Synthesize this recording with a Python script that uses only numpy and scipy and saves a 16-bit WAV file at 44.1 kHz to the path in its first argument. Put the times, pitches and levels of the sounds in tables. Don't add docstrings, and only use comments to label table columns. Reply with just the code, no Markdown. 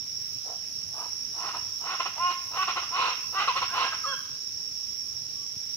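import sys
import numpy as np
from scipy import signal
from scipy.fft import rfft, irfft
from scipy.io import wavfile
from scipy.ndimage import uniform_filter1d

SR = 44100
rng = np.random.default_rng(int(sys.argv[2]) if len(sys.argv) > 2 else 0)


def gain_from_db(level_db):
    decades = np.asarray(level_db, float) / 20
    return 10 ** decades


def to_wav(s):
    ch = np.atleast_2d(s).T
    pcm = np.round(np.clip(ch, -1, 1) * 32767)
    wavfile.write(sys.argv[1], SR, pcm.astype(np.int16))


N = 254016

# from t/s, to t/s, hoarseness (0-1)
LOCKS = [
    (2.185, 2.308, .02),
    (2.575, 2.632, .12),
    (2.915, 2.965, .3),
    (3.345, 3.392, .25),
    (3.478, 3.525, .35),
    (3.708, 3.748, .4),
]


def evened(x):
    return x / np.sqrt(np.mean(x ** 2) + 1e-20)


def read(points, hz, axis=1):
    table = np.transpose(points)
    return np.interp(np.log(hz + 1), np.log(table[0] + 1), table[axis])


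def columns(rows, t):
    s, *values = np.transpose(rows)
    return [np.interp(t, s, v) for v in values]


def add(mix, s, sound):
    part = mix[round(s * SR):][:len(sound)]
    part += sound[:len(part)]


def resonate(x, hz, width):
    turn = np.exp(2j * np.pi * np.cumsum(hz * np.ones(x.shape[-1])) / SR)
    r = np.exp(-np.pi * width / SR)
    two_poles = np.convolve([1, -r], [1, -r])
    return 2 * (turn * signal.lfilter([(1 - r) ** 2], two_poles, x / turn + 1e-18)).real


def wander(count, s):
    return evened(uniform_filter1d(rng.standard_normal(count), max(int(s * SR), 1)))


def edges(count, s=0.00059):
    return signal.windows.tukey(count, 2 * s * SR / count)


def far_hiss(shape_db, patchy_db):
    # f/Hz, coherence (0-1)
    likeness = [(30, 1), (130, 0.48), (400, 0.61), (1500, 0.055), (5500, 0.033), (15000, 0.067)]
    frames, hz = N // 256 + 5, np.fft.rfftfreq(1024, 1 / SR)
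    a, b, c, d, patches = rng.standard_normal((frames, 513, 5)).T
    patches = evened(uniform_filter1d(uniform_filter1d(patches, 12, 0), 16, 1))
    same = np.clip(read(likeness, hz), 0, 1)[:, None]
    left, own = a + 1j * b, c + 1j * d
    late = np.exp(-2j * np.pi * hz * 0.000529)[:, None]
    z = np.array([left, same * left * late + np.sqrt(1 - same ** 2) * own])
    z = z * gain_from_db(shape_db(hz)[:, None] + patchy_db * patches)
    return evened(signal.istft(z, nperseg=1024, noverlap=768)[1][:, :N])


def air():
    # f/Hz, level/dB per Hz
    forest = [(25, -61), (150, 1), (300, -4), (600, -6), (900, -7.5), (1700, -10), (2500, -5.5),
              (4000, -3.5), (6500, -28), (8300, -23.5), (9800, -19), (11000, -12.5), (16000, -15.5)]
    traffic = [(25, -49), (45, -48), (62, 12.5), (105, -2.5), (200, -11.5), (500, -21.5), (900, -77)]
    hum = far_hiss(lambda hz: read(traffic, hz), 1.78)
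    rest = far_hiss(lambda hz: read(forest, hz), 1.5)
    return gain_from_db(-56.5) * hum + gain_from_db(-52.5) * rest


def throb(per_s, depth, sharp):
    turns = np.cumsum(per_s * (1 + 0.0066 * wander(N, 1.0))) / SR
    return evened(1 - depth + depth * np.exp(-(turns % 1) / sharp))


def swells(t):
    # t/s, level/dB
    tops = [(.34, -53.5), (1.02, -58), (1.8, -55), (2.34, -57), (2.61, -52.5), (3.35, -52), (3.76, -54),
            (4.2, -54), (4.982, -55.5), (5.14, -58), (5.76, -58)]
    rise_db_per_s, cut_db_per_s, rest_db = 31, 122, -62
    s, db = np.transpose(tops)[:, :, None]
    each = db - rise_db_per_s * np.maximum(s - t, 0) - cut_db_per_s * np.maximum(t - s, 0)
    return np.maximum(each.max(0), rest_db)


def insects():
    # f/Hz, level/dB per Hz
    body = [(2650, -54), (4500, -21.5), (5010, -11), (5240, -4.5), (5520, 6), (5780, -5.5), (5970, -9),
            (6230, -14.5), (6660, -25.5), (7600, -30), (9880, -137), (16700, -120)]
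    # t/s, level/dB
    nearest = [
        (0, -62),
        (.35, -61.5),
        (1.3, -57),
        (1.9, -62.5),
        (5.76, -63.5),
    ]
    octave_band = [(9200, -54), (10200, -11), (10850, -4), (11100, 1.0), (11400, -8), (12500, -64)]
    rasp_band = [(8500, -77), (10000, -9), (12500, -1.0), (16000, -3.5)]
    t = np.arange(N) / SR
    clicks = throb(78, 0.96, 0.59)
    chorus = evened(far_hiss(lambda hz: read(body, hz), 0.66) * (1.2 + 0.14 * clicks))
    octave = clicks * far_hiss(lambda hz: read(octave_band, hz), 2.3)
    rasp = throb(52, 0.59, .4) * far_hiss(lambda hz: read(rasp_band, hz), 1.5)
    chorus_db = -38 + .5 * wander(N, 0.18) + 3.5
    octave_db = columns(nearest, t)[0] - 2.5
    return gain_from_db(chorus_db) * chorus + gain_from_db(octave_db) * octave + gain_from_db(swells(t) + 1.0) * rasp


def knocks():
    # t/s, level/dB, f/Hz, t60/s
    pushes = [
        (0.046, -45.5, 110, 0.034),
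        (0.359, -39, 109, 0.045),
        (5.217, -40, 110, 0.066),
        (5.568, -31.5, 107, 0.028),
    ]
    out, t = np.zeros(N), np.arange(SR // 8) / SR
    for s, db, hz, t60 in pushes:
        add(out, s, gain_from_db(db - 60 * t / t60) * np.sin(2 * np.pi * hz * t))
    return out


def trees(x):
    # f/Hz, t60/s, level/dB
    decay = [(300, 0.98, 0), (1010, 0.69, -2.5), (2140, 0.71, 9), (4570, 0.41, 11), (8150, 0.31, 2)]
    taps = np.zeros((2, SR))
    at = np.arange(500, SR - 20, 20) + rng.integers(0, 20, (2, (SR - 501) // 20))
    np.put_along_axis(taps, at, rng.choice([-1., 1.], at.shape), 1)
    hz, t, z = signal.stft(taps, SR, nperseg=256)
    fall_db = read(decay, hz, axis=2)[:, None] - 60 * t / read(decay, hz)[:, None]
    tail = signal.istft(z * gain_from_db(fall_db), SR, nperseg=256)[1]
    return signal.fftconvolve(x[None], tail / np.linalg.norm(tail[0]), axes=1)[:, :N]


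def leaves(x):
    t = np.arange(SR // 20) / SR
    scatter = rng.standard_normal((2, len(t))) * gain_from_db(-60 * t / 0.068)
    scatter = signal.sosfilt(signal.butter(4, 1800, "high", fs=SR, output="sos"), scatter)
    return signal.oaconvolve(x[None], scatter / np.linalg.norm(scatter[0]), axes=1)[:, :N]


def whistle(start, length, from_hz, to_hz, top_db):
    t = np.arange(start, start + length, 1 / SR)
    u = (t - start) / length
    from_top = abs(u if from_hz > to_hz else 1 - u)
    hz = max(from_hz, to_hz) - abs(from_hz - to_hz) * from_top ** 2.6
    db = top_db - 9 * (2 * u - 1) ** 2
    waver = 1 + .008 * wander(len(t), .01)
    swell_db = 2.5 * wander(len(t), .012)
    tone = np.cos(2 * np.pi * np.cumsum(hz * waver) / SR)
    return t[0], np.sqrt(2) * gain_from_db(db + swell_db) * tone * edges(len(t))


def folds(hz, hoarse, flutter, orders):
    flutter_hz = 177.3
    shake = 0.0065 + 0.1415 * hoarse ** 2
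    turns = np.cumsum(hz * (1 + shake * wander(len(hz), 0.00417))) / SR
    flaps = np.cumsum(flutter_hz * (1 + .12 * wander(len(hz), 0.0068))) / SR
    tone = sum(gain_from_db(db) * np.cos(2 * np.pi * k * turns) for k, db in orders)
    tone = tone * (1 + flutter * np.cos(2 * np.pi * flaps))
    strength = gain_from_db(2 * rng.standard_normal(len(hz)))[flaps.astype(int)]
    puffs = (.25 + strength * np.exp(-(flaps % 1) / .4)) * rng.standard_normal(len(hz))
    return tone, puffs


def honk():
    # t/s, effort level/dB, pitch f/Hz, hoarseness (0-1)
    course = [
        (4.056, -43, 544, 0.1),
        (4.068, -34, 533.6, 0.04),
        (4.09, -34, 560.4, 0),
        (4.125, -38, 540.4, 0.03),
        (4.14, -36.5, 511, 0.08),
        (4.16, -63, 515, 0.1),
    ]
    orders = [(1, -11), (2, 1), (2.5, -11), (3, -12), (4, -21), (5, -14), (6, -5), (7.8, -18)]
    t = np.arange(course[0][0], course[-1][0], 1 / SR)
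    effort_db, hz, hoarse = columns(course, t)
    hoarse = np.clip(hoarse, 0, 1)
    tone, puffs = folds(hz, hoarse, 0, orders)
    rasp = evened(resonate(puffs, 1330, 230))
    voice = np.sqrt(1 - hoarse) * evened(tone) + np.sqrt(hoarse) * rasp
    return t[0], gain_from_db(effort_db) * voice * edges(len(t))


def locked(t, loose, tight):
    for (start, end, hoarse), value in zip(LOCKS, tight):
        hold = np.clip(np.minimum(t - start, end - t) / .012, 0, 1)
        loose = loose + hold * (value - loose)
    return loose


def cackle(start, length, top_db, top_hz, rising):
    lower_throat = [(.36, 152, -34.5, -13), (.5, 210, -32, -13), (.74, 217, -31, -7.5), (1, 147, 1, 7),
                    (1.02, 528, -13, -3.5), (1.22, 300, -10.5, 1), (1.7, 300, -34.5, -13)]
    # f/Hz, width/Hz, level/dB
    upper_throat = [(2060, 380, -3.5), (2677, 527, 2.5), (3690, 2130, -7), (6850, 2200, -32)]
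    # t/s, new pitch f/Hz, glide/s
    jumps = [
        (2.968, 531.8, 0.011),
        (3.478, 490, .03),
        (3.75, 537.3, .018),
    ]
    loud_db, flutter_low, flutter_high = -28, .25, .65
    t = np.arange(start, start + length, 1 / SR)
    u = (t - start) / length

    under_db = 24 * np.maximum(1 - u / rising, 0) ** (1.323 + 7.0 * length)
    past_db = 18.5 * np.maximum((u - rising) / (1 - rising), 0) ** (1.323 + 6.4 * length)
    effort_db = top_db - under_db - past_db

    hz, mouth_hz, flutter = top_hz, top_hz * (2 if top_hz > 480 else 3), flutter_low
    for s, new_hz, glide in jumps:
        if start < s < start + length:
            moved = np.clip((t - s) / glide, 0, 1)
            hz = hz + moved * (new_hz - hz)
            mouth_hz = mouth_hz + moved * (2 * new_hz - mouth_hz)
            flutter = flutter + moved * (flutter_high - flutter) * (new_hz > top_hz)
    sag = 1 - .008 * under_db
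    hz, mouth_hz = hz * sag, mouth_hz * sag

    hoarse = np.clip(.64 + .017 * (loud_db - effort_db), 0, 1)
    hoarse = locked(t, hoarse, [row[2] for row in LOCKS])
    flutter = locked(t, flutter, [0 for row in LOCKS])
    clear_step_db = locked(t, 0, [-8.5 * (1 - row[2]) ** 2 for row in LOCKS])
    upper_db = -7.5 - .035 * (top_db - loud_db) ** 2 + 2 * u + clear_step_db

    orders = [(0.94, -3.5)] + [(k, -7.0 * max(k - 8, 0)) for k in range(2, 13)]
    tone, puffs = folds(hz, hoarse, flutter, orders)
    drive = np.sqrt(1 - hoarse) * evened(tone) + 2.42 * np.sqrt(hoarse) * puffs
    breathy = drive + 1.0 * puffs
    lower = upper = 0
    for k, (factor, width, clear_db, hoarse_db) in enumerate(lower_throat):
        db = clear_db + np.sqrt(hoarse) * (hoarse_db - clear_db)
        lower = lower + (-1) ** k * gain_from_db(db) * resonate(drive, factor * mouth_hz, width)
    for k, (f, width, db) in enumerate(upper_throat):
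        upper = upper + (-1) ** k * gain_from_db(db) * resonate(breathy, f, width)
    lower, upper = [v / np.sqrt(uniform_filter1d(v ** 2, 1500) + 1e-9) for v in (lower, upper)]
    loudness_db = effort_db + locked(t, 0, [2.5 for row in LOCKS])
    return t[0], gain_from_db(loudness_db) * (lower + gain_from_db(upper_db) * upper) * edges(len(t))


def scene():
    # t/s, length/s, top effort level/dB, top pitch f/Hz, share of the length spent rising (0-1)
    syllables = [(0.435, 0.15, -48, 262, 0.37), (0.915, 0.18, -43, 325, 0.6),
                 (1.335, .19, -37.5, 366.7, 0.81), (1.528, 0.072, -36.5, 343.5, 0.27),
                 (1.8, 0.17, -34.5, 372.6, 0.82), (1.988, 0.048, -28.5, 354.4, 0.32),
                 (2.048, 0.046, -32.5, 366.7, 0.23), (2.16, .18, -28, 357.8, 0.59),
                 (2.51, .14, -28.5, 380, 0.86), (2.668, 0.066, -28, 365.9, .3),
                 (2.755, 0.056, -28, 369, 0.29), (2.815, 0.049, -36.5, 386.5, 0.29),
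                 (2.905, .245, -27.5, 380.5, 0.46), (3.325, 0.14, -27, 396, .55),
                 (3.469, 0.057, -24, 590, 0.2), (3.545, 0.054, -25.5, 563, 0.53),
                 (3.606, 0.049, -28, 545.6, 0.41), (3.705, 0.19, -27.5, 386.2, .55),
                 (3.918, .052, -35, 425, 0.13)]
    # t/s, length/s, from f/Hz, to f/Hz, level/dB; mostly small birds, but the glide at 4.036 s
    whistles = [
        (3.668, .1, 1180, 1680, -44),
        (3.838, .04, 1636, 1600, -35),
        (3.885, .125, 1590, 1580, -54),
        (4.036, .032, 1270, 1080, -33),
        (4.058, .097, 1675, 1330, -37),
        (5.35, .13, 1155, 1130, -66),
    ]
    birds = np.zeros(N)
    calls = [*(cackle(*row) for row in syllables), honk(), *(whistle(*row) for row in whistles)]
    for s, sound in calls:
        add(birds, s, sound)
    birds = birds - .85 * resonate(birds, 600, 110)
    through = birds - .5 * resonate(birds, 3930, 5700)
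    direct = np.array([through, np.roll(through, 5)])
    heard = gain_from_db(1.5) * direct + gain_from_db(1.0) * leaves(birds) + gain_from_db(-6.5) * trees(birds)
    return heard + insects() + air() + knocks()


def low_pass(x):
    return signal.sosfilt(signal.butter(12, 16270, fs=SR, output="sos"), x)


def record(dry):
    # f/Hz, left minus right level/dB
    port_split = [(60, 6), (92, -5.5), (140, 9.5), (210, -2.5), (330, 1.5), (500, 1), (770, -0.5),
                  (1170, -1.5), (1790, -5), (2740, -3), (4190, -9.5), (6410, -4.5), (9810, 10), (15000, 21)]
    hz = np.fft.rfftfreq(N, 1 / SR)
    tilt = gain_from_db(np.outer([.5, -.5], read(port_split, hz)))
    ports = tilt / np.sqrt((tilt ** 2).mean(0))
    ports = ports * (hz < 15780) * hz ** 3 / (hz ** 3 + 60.5 ** 3)
    return low_pass(irfft(rfft(dry) * ports, N))


dry = scene()
out = record(dry)
to_wav(out)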